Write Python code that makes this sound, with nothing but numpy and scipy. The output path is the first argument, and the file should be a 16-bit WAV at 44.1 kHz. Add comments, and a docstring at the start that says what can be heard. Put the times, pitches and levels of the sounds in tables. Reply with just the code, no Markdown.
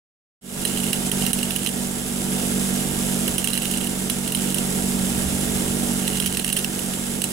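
"""Engraving a glass bottle

A diamond bit scratches a bottle turning in a rotary chuck and chips it in runs of short, damped ticks.
The spindle throbs once a turn, the frame rumbles and a coolant mist hisses; all three rise and fall
together in level. The sound is close and fades in; a limiter briefly ducks it around the hardest ticks."""
import sys
import numpy as np
from scipy import signal
from scipy.fft import rfft, irfft, next_fast_len
from scipy.io import wavfile
from scipy.ndimage import uniform_filter1d, minimum_filter1d, map_coordinates

SR = 44100
rng = np.random.default_rng(int(sys.argv[2]) if len(sys.argv) > 2 else 0)


def generate_wav(sig):
    """Save sig (samples, or channels by samples) to the path in sys.argv[1] as 16-bit PCM at SR."""
    pcm = np.round(np.clip(np.atleast_2d(sig).T, -1, 1) * 32767).astype(np.int16)
    wavfile.write(sys.argv[1], SR, pcm)


N = 322812


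def amp(db):
    """Decibels to gain."""
    return 10 ** (np.asarray(db) / 20)


def unit(x):
    """Scale to rms 1."""
    return x / np.sqrt(np.mean(x ** 2) + 1e-20)


def pan(right_db):
    """Left and right gains, right_db apart."""
    return amp([[-right_db / 2], [right_db / 2]])


def along(rows, hz, column=1):
    """One column of a frequency table, read on a log axis."""
    table = np.transpose(rows)
    return np.interp(np.log(hz + 1), np.log(table[0] + 1), table[column])


def lift(peaks, hz):
    """Boost in dB from narrow resonances."""
    return sum(db * np.exp(-((hz - centre) / width) ** 2) for centre, width, db in peaks)


def curve(rows):
    """One value per sample from (seconds, value) rows."""
    return np.interp(np.arange(N) / SR, *np.transpose(rows))


def wobble(knots_per_s):
    """Smooth random curve."""
    knots = rng.standard_normal(int(N * knots_per_s / SR) + 4)
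    return map_coordinates(knots, [np.arange(N) * knots_per_s / SR])


def filtered(x, response):
    """Apply a complex frequency response."""
    size = next_fast_len(N + SR // 2)
    return irfft(rfft(x, size) * response(np.fft.rfftfreq(size, 1 / SR)), size)[..., :N]


# Modes of the clamped, wet bottle. Each row: centre in Hz, width in Hz, left in dB, right in dB.
BOTTLE_MODES = [(2000, 440, -23, -1.5), (2850, 93, -10, 17), (2990, 150, -30, 11), (4010, 180, -31, 6.5),
                (5520, 280, -16, -1.5), (6190, 96, -24, -2), (7907, 130, -14, 12.5), (9535, 140, 2, 17.5),
                (10300, 1000, -30, -3), (11700, 240, -9, 2), (13430, 200, -18, 2), (14400, 290, -35, -18)]


def bottle(hz, crack_db=-13, low_cut_hz=1400):
    """Stereo response of the glass: damped modes plus the bare crack."""
    modes = sum(amp([[left], [right]]) * 1j * hz * width / (centre ** 2 - hz ** 2 + 1j * hz * width)
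                for centre, width, left, right in BOTTLE_MODES)
    radiation = (1j * hz / (low_cut_hz + 1j * hz)) ** 2  # a small wall radiates little bass
    return (modes + amp(crack_db) * pan(8)) * radiation


# Large chips breaking off. Each row: start in seconds, level in dB, relative treble in dB.
LARGE_CHIPS = [(0.6507, -25, 4), (0.7732, -32.5, 2), (0.801, -35, 1), (0.8384, -33, 1), (0.8656, -37, 3),
               (0.9298, -22.5, 1.5), (1.1157, -23.5, 2), (1.2214, -31.5, -2), (1.2507, -33, 0),
               (1.2643, -25, 2), (1.3313, -24, 8), (1.3896, -36, -2), (1.4291, -25.5, -1.5),
               (1.507, -30.5, -1), (1.561, -29.5, 5), (1.6619, -27.5, -3), (1.6709, -27, -1),
               (1.6895, -35, 2), (3.2783, -30, 2), (3.3807, -26.5, 4.5), (3.4423, -25.5, 3),
               (3.473, -27, 2), (3.5323, -27, 0.5), (3.5398, -32, -6), (3.5751, -28, 0.5), (3.6199, -33, 2),
               (3.6544, -31, -4), (3.7108, -35, 6), (3.738, -33.5, -1), (3.8111, -35.5, -1),
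               (3.8702, -35, 4), (4.0981, -26.5, 3), (4.2761, -35, 5), (4.3214, -33.5, 5),
               (4.3478, -26.5, 3), (4.5436, -30.5, 7.5), (4.5832, -31, 1.5), (6.0784, -30, 1),
               (6.2004, -26, 1), (6.2412, -36, -4), (6.26, -27, 2), (6.2725, -34, 0), (6.3707, -28, 2.5),
               (6.394, -32, -1), (6.445, -26.5, 4), (6.4777, -32.5, 2), (6.4996, -31.5, 0),
               (6.5262, -25, 5.5), (6.5663, -26.5, 1), (6.5713, -30, 5), (6.5918, -34, 3),
               (6.6446, -27, -2.5), (6.791, -35, 2), (6.9354, -38, -2), (7.218, -28.5, 4), (7.2399, -26, 4)]


def chips(rows, crumble_s=0.0032, rise_s=0.0004, crack=2.1, split_hz=6500, size=2048):
    """A crack and brief crumbling ring the bottle; each tick has its own level and brightness."""
    t, hz = np.arange(size) / SR, np.fft.rfftfreq(size, 1 / SR)
    treble = hz ** 8 / (hz ** 8 + split_hz ** 8)
    glass, out = bottle(hz), np.zeros((2, N + size))
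    for start_s, db, treble_db in rows:
        force = rng.standard_normal(size)
        decay_s = crumble_s * amp(2 * rng.standard_normal())
        force *= np.exp(-(t / decay_s) ** 2) * (1 - np.exp(-t / rise_s))
        force[0] += crack
        ring = rfft(force) * glass
        dull, bright = irfft([ring * (1 - treble), ring * treble])[..., :size // 2]
        tick = unit(dull) + amp(treble_db) * unit(bright)
        out[:, round(start_s * SR):][:, :size // 2] += amp(db) * tick
    return out[:, :N]


# The bit bites into the glass. Each row: start in seconds, end in seconds, scratch level in dB.
BIT_BITES = [(0.661, 0.956, -36), (1.2, 1.717, -38.5), (3.419, 3.86, -36), (4.267, 4.58, -40),
             (6.05, 6.621, -35)]


def grit(offset_db, grains_per_s=320, spread_db=5, dull_hz=6000, attack_s=0.14, release_s=0.034):
    """Diamond grains scratch the glass at random, harder where the bit bites."""
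    t = np.arange(N) / SR
    hits = rng.random(N) < grains_per_s / SR
    grains = hits * amp(spread_db * np.clip(rng.standard_normal(N), -2, 2))
    grains *= rng.choice([-1, 1], N)
    scratch = filtered(grains, lambda hz: bottle(hz) / (1 + 1j * hz / dull_hz))
    bite = sum(amp(db) * np.interp(t, [start - attack_s, start, end, end + release_s], [0, 1, 1, 0])
               for start, end, db in BIT_BITES)
    skim = amp(-45.5 + 1.05 * offset_db)
    return np.maximum(bite, skim) * unit(scratch)


def flakes(per_s=21, offset_db=-1.5, spread_db=0.8, treble_db=2.5, max_count=30):
    """Small chips come loose unevenly during each bite; returns rows for chips()."""
    rows = []
    for start_s, end_s, scratch_db in BIT_BITES:
        for k, (slip, strength, colour) in enumerate(rng.standard_normal((max_count, 3))):
            at_s = start_s + (k + 0.5 + 0.3 * slip) / per_s
            if at_s < end_s:
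                rows.append((at_s, scratch_db + offset_db + spread_db * strength, treble_db + 2 * colour))
    return rows


# Spindle speed. Each row: time in seconds, turns per second.
SPINDLE_SPEED = [(0.45, 47.7), (1.94, 47.7), (2.85, 47.6), (2.91, 47.3), (5.33, 47.3), (5.37, 47.5),
                 (5.41, 48.2), (5.49, 47.6), (6.17, 47.6), (6.27, 47.3), (7.3, 47.3)]
# Harmonics of one turn. Each row: multiple of the speed, level in dB.
SPINDLE_ORDERS = [(1, -10.5), (2, -18), (3, -4), (4, 3), (5, 1), (6, -12.5), (7, -17), (8, -16.5),
                  (9, -9.5)]


def spindle(turns, level_db, waver_db=1.1, shake_db=0.8, jitter_turns=0.0023, ring_hz=222, width_hz=36):
    """One slightly uneven push per turn; its orders lag across the machine's low resonance."""
    mean_hz = np.mean(np.transpose(SPINDLE_SPEED)[1])
    angle = 2 * np.pi * (turns + jitter_turns * wobble(45))
    throb = np.zeros(N)
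    for order, db in SPINDLE_ORDERS:
        lag = 2 * np.arctan((order * mean_hz - ring_hz) / width_hz)
        throb += amp(db + waver_db * wobble(7)) * np.cos(round(order) * angle - lag)
    return amp(level_db) * unit(throb * amp(shake_db * wobble(45))) * pan(4.65)


# Jet spectrum. Each row: frequency in Hz, left in dB, right in dB.
MIST_SPECTRUM = [(403, -12.5, -5.5), (1050, -25, -15), (1285, -10.5, -6.5), (2460, -18.5, -7.5),
                 (3390, -9.5, -4.5), (4520, -21, -10.5), (6490, -10, -11.5), (7270, -2.5, -7.5),
                 (9600, -7, -3), (10760, -17.5, 1), (12530, -14.5, -11), (13500, -17.5, -15),
                 (15600, -18.5, -9.5)]
# Nozzle resonances. Each row: centre in Hz, width in Hz, lift in dB.
NOZZLE_PEAKS = [(5150, 530, 4), (6185, 240, 4.5), (11470, 120, 3)]


def mist(level_db, sputter_db=1.18):
    """Air tears the coolant into droplets: a bright, sputtering hiss coloured by the nozzle."""
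    def colour_db(hz):
        sides_db = np.array([along(MIST_SPECTRUM, hz, column) for column in (1, 2)])
        return sides_db + lift(NOZZLE_PEAKS, hz)

    jet = stereo_noise(colour_db)
    return amp(level_db + sputter_db * wobble(400) + 0.42 * wobble(25)) * jet


# Frame spectrum. Each row: frequency in Hz, level in dB.
FRAME_SPECTRUM = [(15, -9), (35, -18), (70, -6), (115, -11), (200, 0.5), (300, -1.5), (450, -7),
                  (620, -9.5), (780, -12.5), (1000, -16.5), (1400, -24), (3000, -51.5)]
# Panel resonances. Each row: centre in Hz, width in Hz, lift in dB.
PANEL_PEAKS = [(331.5, 7.6, 3), (504, 12, 2.5), (756, 20, 6), (905, 37, 4.5), (963, 14, 2.5)]


def frame(turns, level_db, swing_db=0.5):
    """Bearings rumble through the frame, swelling once a turn."""
    swing = amp(swing_db * np.cos(2 * np.pi * (turns - 0.2)) + 0.45 * wobble(12))
    rumble = stereo_noise(lambda hz: along(FRAME_SPECTRUM, hz) + lift(PANEL_PEAKS, hz))
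    return amp(level_db) * unit(swing * rumble) * pan(5.75)


# Chuck spectrum. Each row: frequency in Hz, level in dB.
CHUCK_SPECTRUM = [(15, -45), (30, -16), (45, -6), (75, 1), (115, -8), (180, -14), (400, -54)]
# Shudders. Each row: centre in seconds, level in dB, half-length in seconds.
CHUCK_SHUDDERS = [(3.323, -41, 0.091), (4.32, -42, .05), (5.35, -37, 0.44), (6.27, -43, 0.11)]


def chuck(idle_db=-51.5):
    """The heavy chuck rumbles low and shudders now and then."""
    t = np.arange(N) / SR
    shudders = sum(amp(db) * np.exp(-((t - at_s) / half_s) ** 2) for at_s, db, half_s in CHUCK_SHUDDERS)
    return (amp(idle_db) + shudders) * stereo_noise(lambda hz: along(CHUCK_SPECTRUM, hz)) * pan(3.5)


# Stereo likeness of the noise. Each row: frequency in Hz, left-right correlation.
CORRELATION = [(60, 0.65), (200, 0.74), (400, 0.69), (800, 0.64), (1400, 0.0038), (3500, -0.32),
               (6000, 0.46), (7800, 0.85), (9500, -0.092), (14000, -0.0091)]


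def stereo_noise(colour_db):
    """Coloured noise of rms 1 whose stereo width varies with frequency."""
    def mid_side_gains(hz):
        angle = np.arccos(np.clip(along(CORRELATION, hz), -1, 1)) / 2
        return np.array([np.cos(angle), np.sin(angle)])

    mid, side = filtered(rng.standard_normal((2, N)), mid_side_gains)
    return unit(filtered(np.array([mid + side, mid - side]), lambda hz: amp(colour_db(hz))))


def reflections(x, echo_db=-19, delay_range_s=(0.001, 0.005), count=6):
    """Chuck, bench and column return weak early copies that ripple the colour."""
    out = x.copy()
    for side, delays_s in enumerate(rng.uniform(*delay_range_s, (2, count))):
        for delay_s in delays_s:
            echo = np.pad(x[side], (round(delay_s * SR), 0))[:N]
            out[side] += amp(echo_db) * rng.choice([-1, 1]) * echo
    return out / np.sqrt(1 + count * amp(echo_db) ** 2)


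# Room decay. Each row: frequency in Hz, T60 in seconds.
WORKSHOP_T60 = [(200, 0.13), (3000, 0.053), (12000, 0.083)]


def workshop(x):
    """Short room tail; the bass lasts longest."""
    hz, t, noise = signal.stft(rng.standard_normal((2, SR // 3)), SR, nperseg=256)
    decay = amp(-60 * t / along(WORKSHOP_T60, hz)[:, None])
    tail = signal.istft(noise * decay, SR, nperseg=256)[1]
    return signal.fftconvolve(x.mean(0)[None], tail / np.linalg.norm(tail[0]), axes=1)[:, :N]


def limiter(x, threshold_db=-6, share=0.71, ahead_s=0.015, hold_s=0.0033, glide_s=0.012):
    """The gain glides down ahead of each peak, takes off a share of the excess and recovers."""
    peak_db = 20 * np.log10(np.abs(x).max(0) + 1e-9)
    needed_db = share * np.minimum(threshold_db - peak_db, 0)
    ahead, hold = round(ahead_s * SR), round(hold_s * SR)
    held_db = minimum_filter1d(needed_db, ahead + hold + 1, origin=(hold - ahead) // 2)
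    return x * amp(uniform_filter1d(held_db, round(glide_s * SR)))


# Throb, rumble and hiss rise and fall together in level. Each row: time in seconds, offset in dB.
BACKGROUND_LEVEL = [(0.7, -1.1), (1.21, 2), (1.57, -2.3), (1.81, -1), (1.99, -2.2), (2.41, 1.8), (3.1, 1.1),
                    (3.16, 2.5), (3.58, -1.5), (3.7, -0.3), (4.33, -1.5), (4.42, 0.7), (4.6, 0.7),
                    (4.72, 1.2), (5.92, 1.7), (6.49, -2.5), (6.91, -1.4), (7.27, -2)]


def scene(throb_db=-28, rumble_db=-33, mist_db=-27.5, room_db=-8.5, left_lead_s=0.00024):
    """Machine, mist and glass together; the drone reaches the left side first."""
    offset_db = curve(BACKGROUND_LEVEL)
    turns = np.cumsum(curve(SPINDLE_SPEED)) / SR
    drone = spindle(turns, throb_db + 1.18 * offset_db) + frame(turns, rumble_db + offset_db) + chuck()
    drone = filtered(drone, lambda hz: np.exp(1j * np.pi * hz * left_lead_s * np.array([[1], [-1]])))
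    hiss = reflections(mist(mist_db + 0.82 * offset_db))
    scratch = grit(offset_db)
    ticks = chips(list(LARGE_CHIPS) + flakes())
    return drone + hiss + scratch + ticks + amp(room_db) * workshop(ticks)


def record(dry, fade_in_s=(0.41, 0.63), top_hz=15800):
    """Limiter, linear fade-in and steep low-pass."""
    fade = np.interp(np.arange(N) / SR, fade_in_s, [0, 1])
    return filtered(limiter(dry) * fade, lambda hz: 1 / (1 + (hz / top_hz) ** 300))


dry = scene()
out = record(dry)
generate_wav(out)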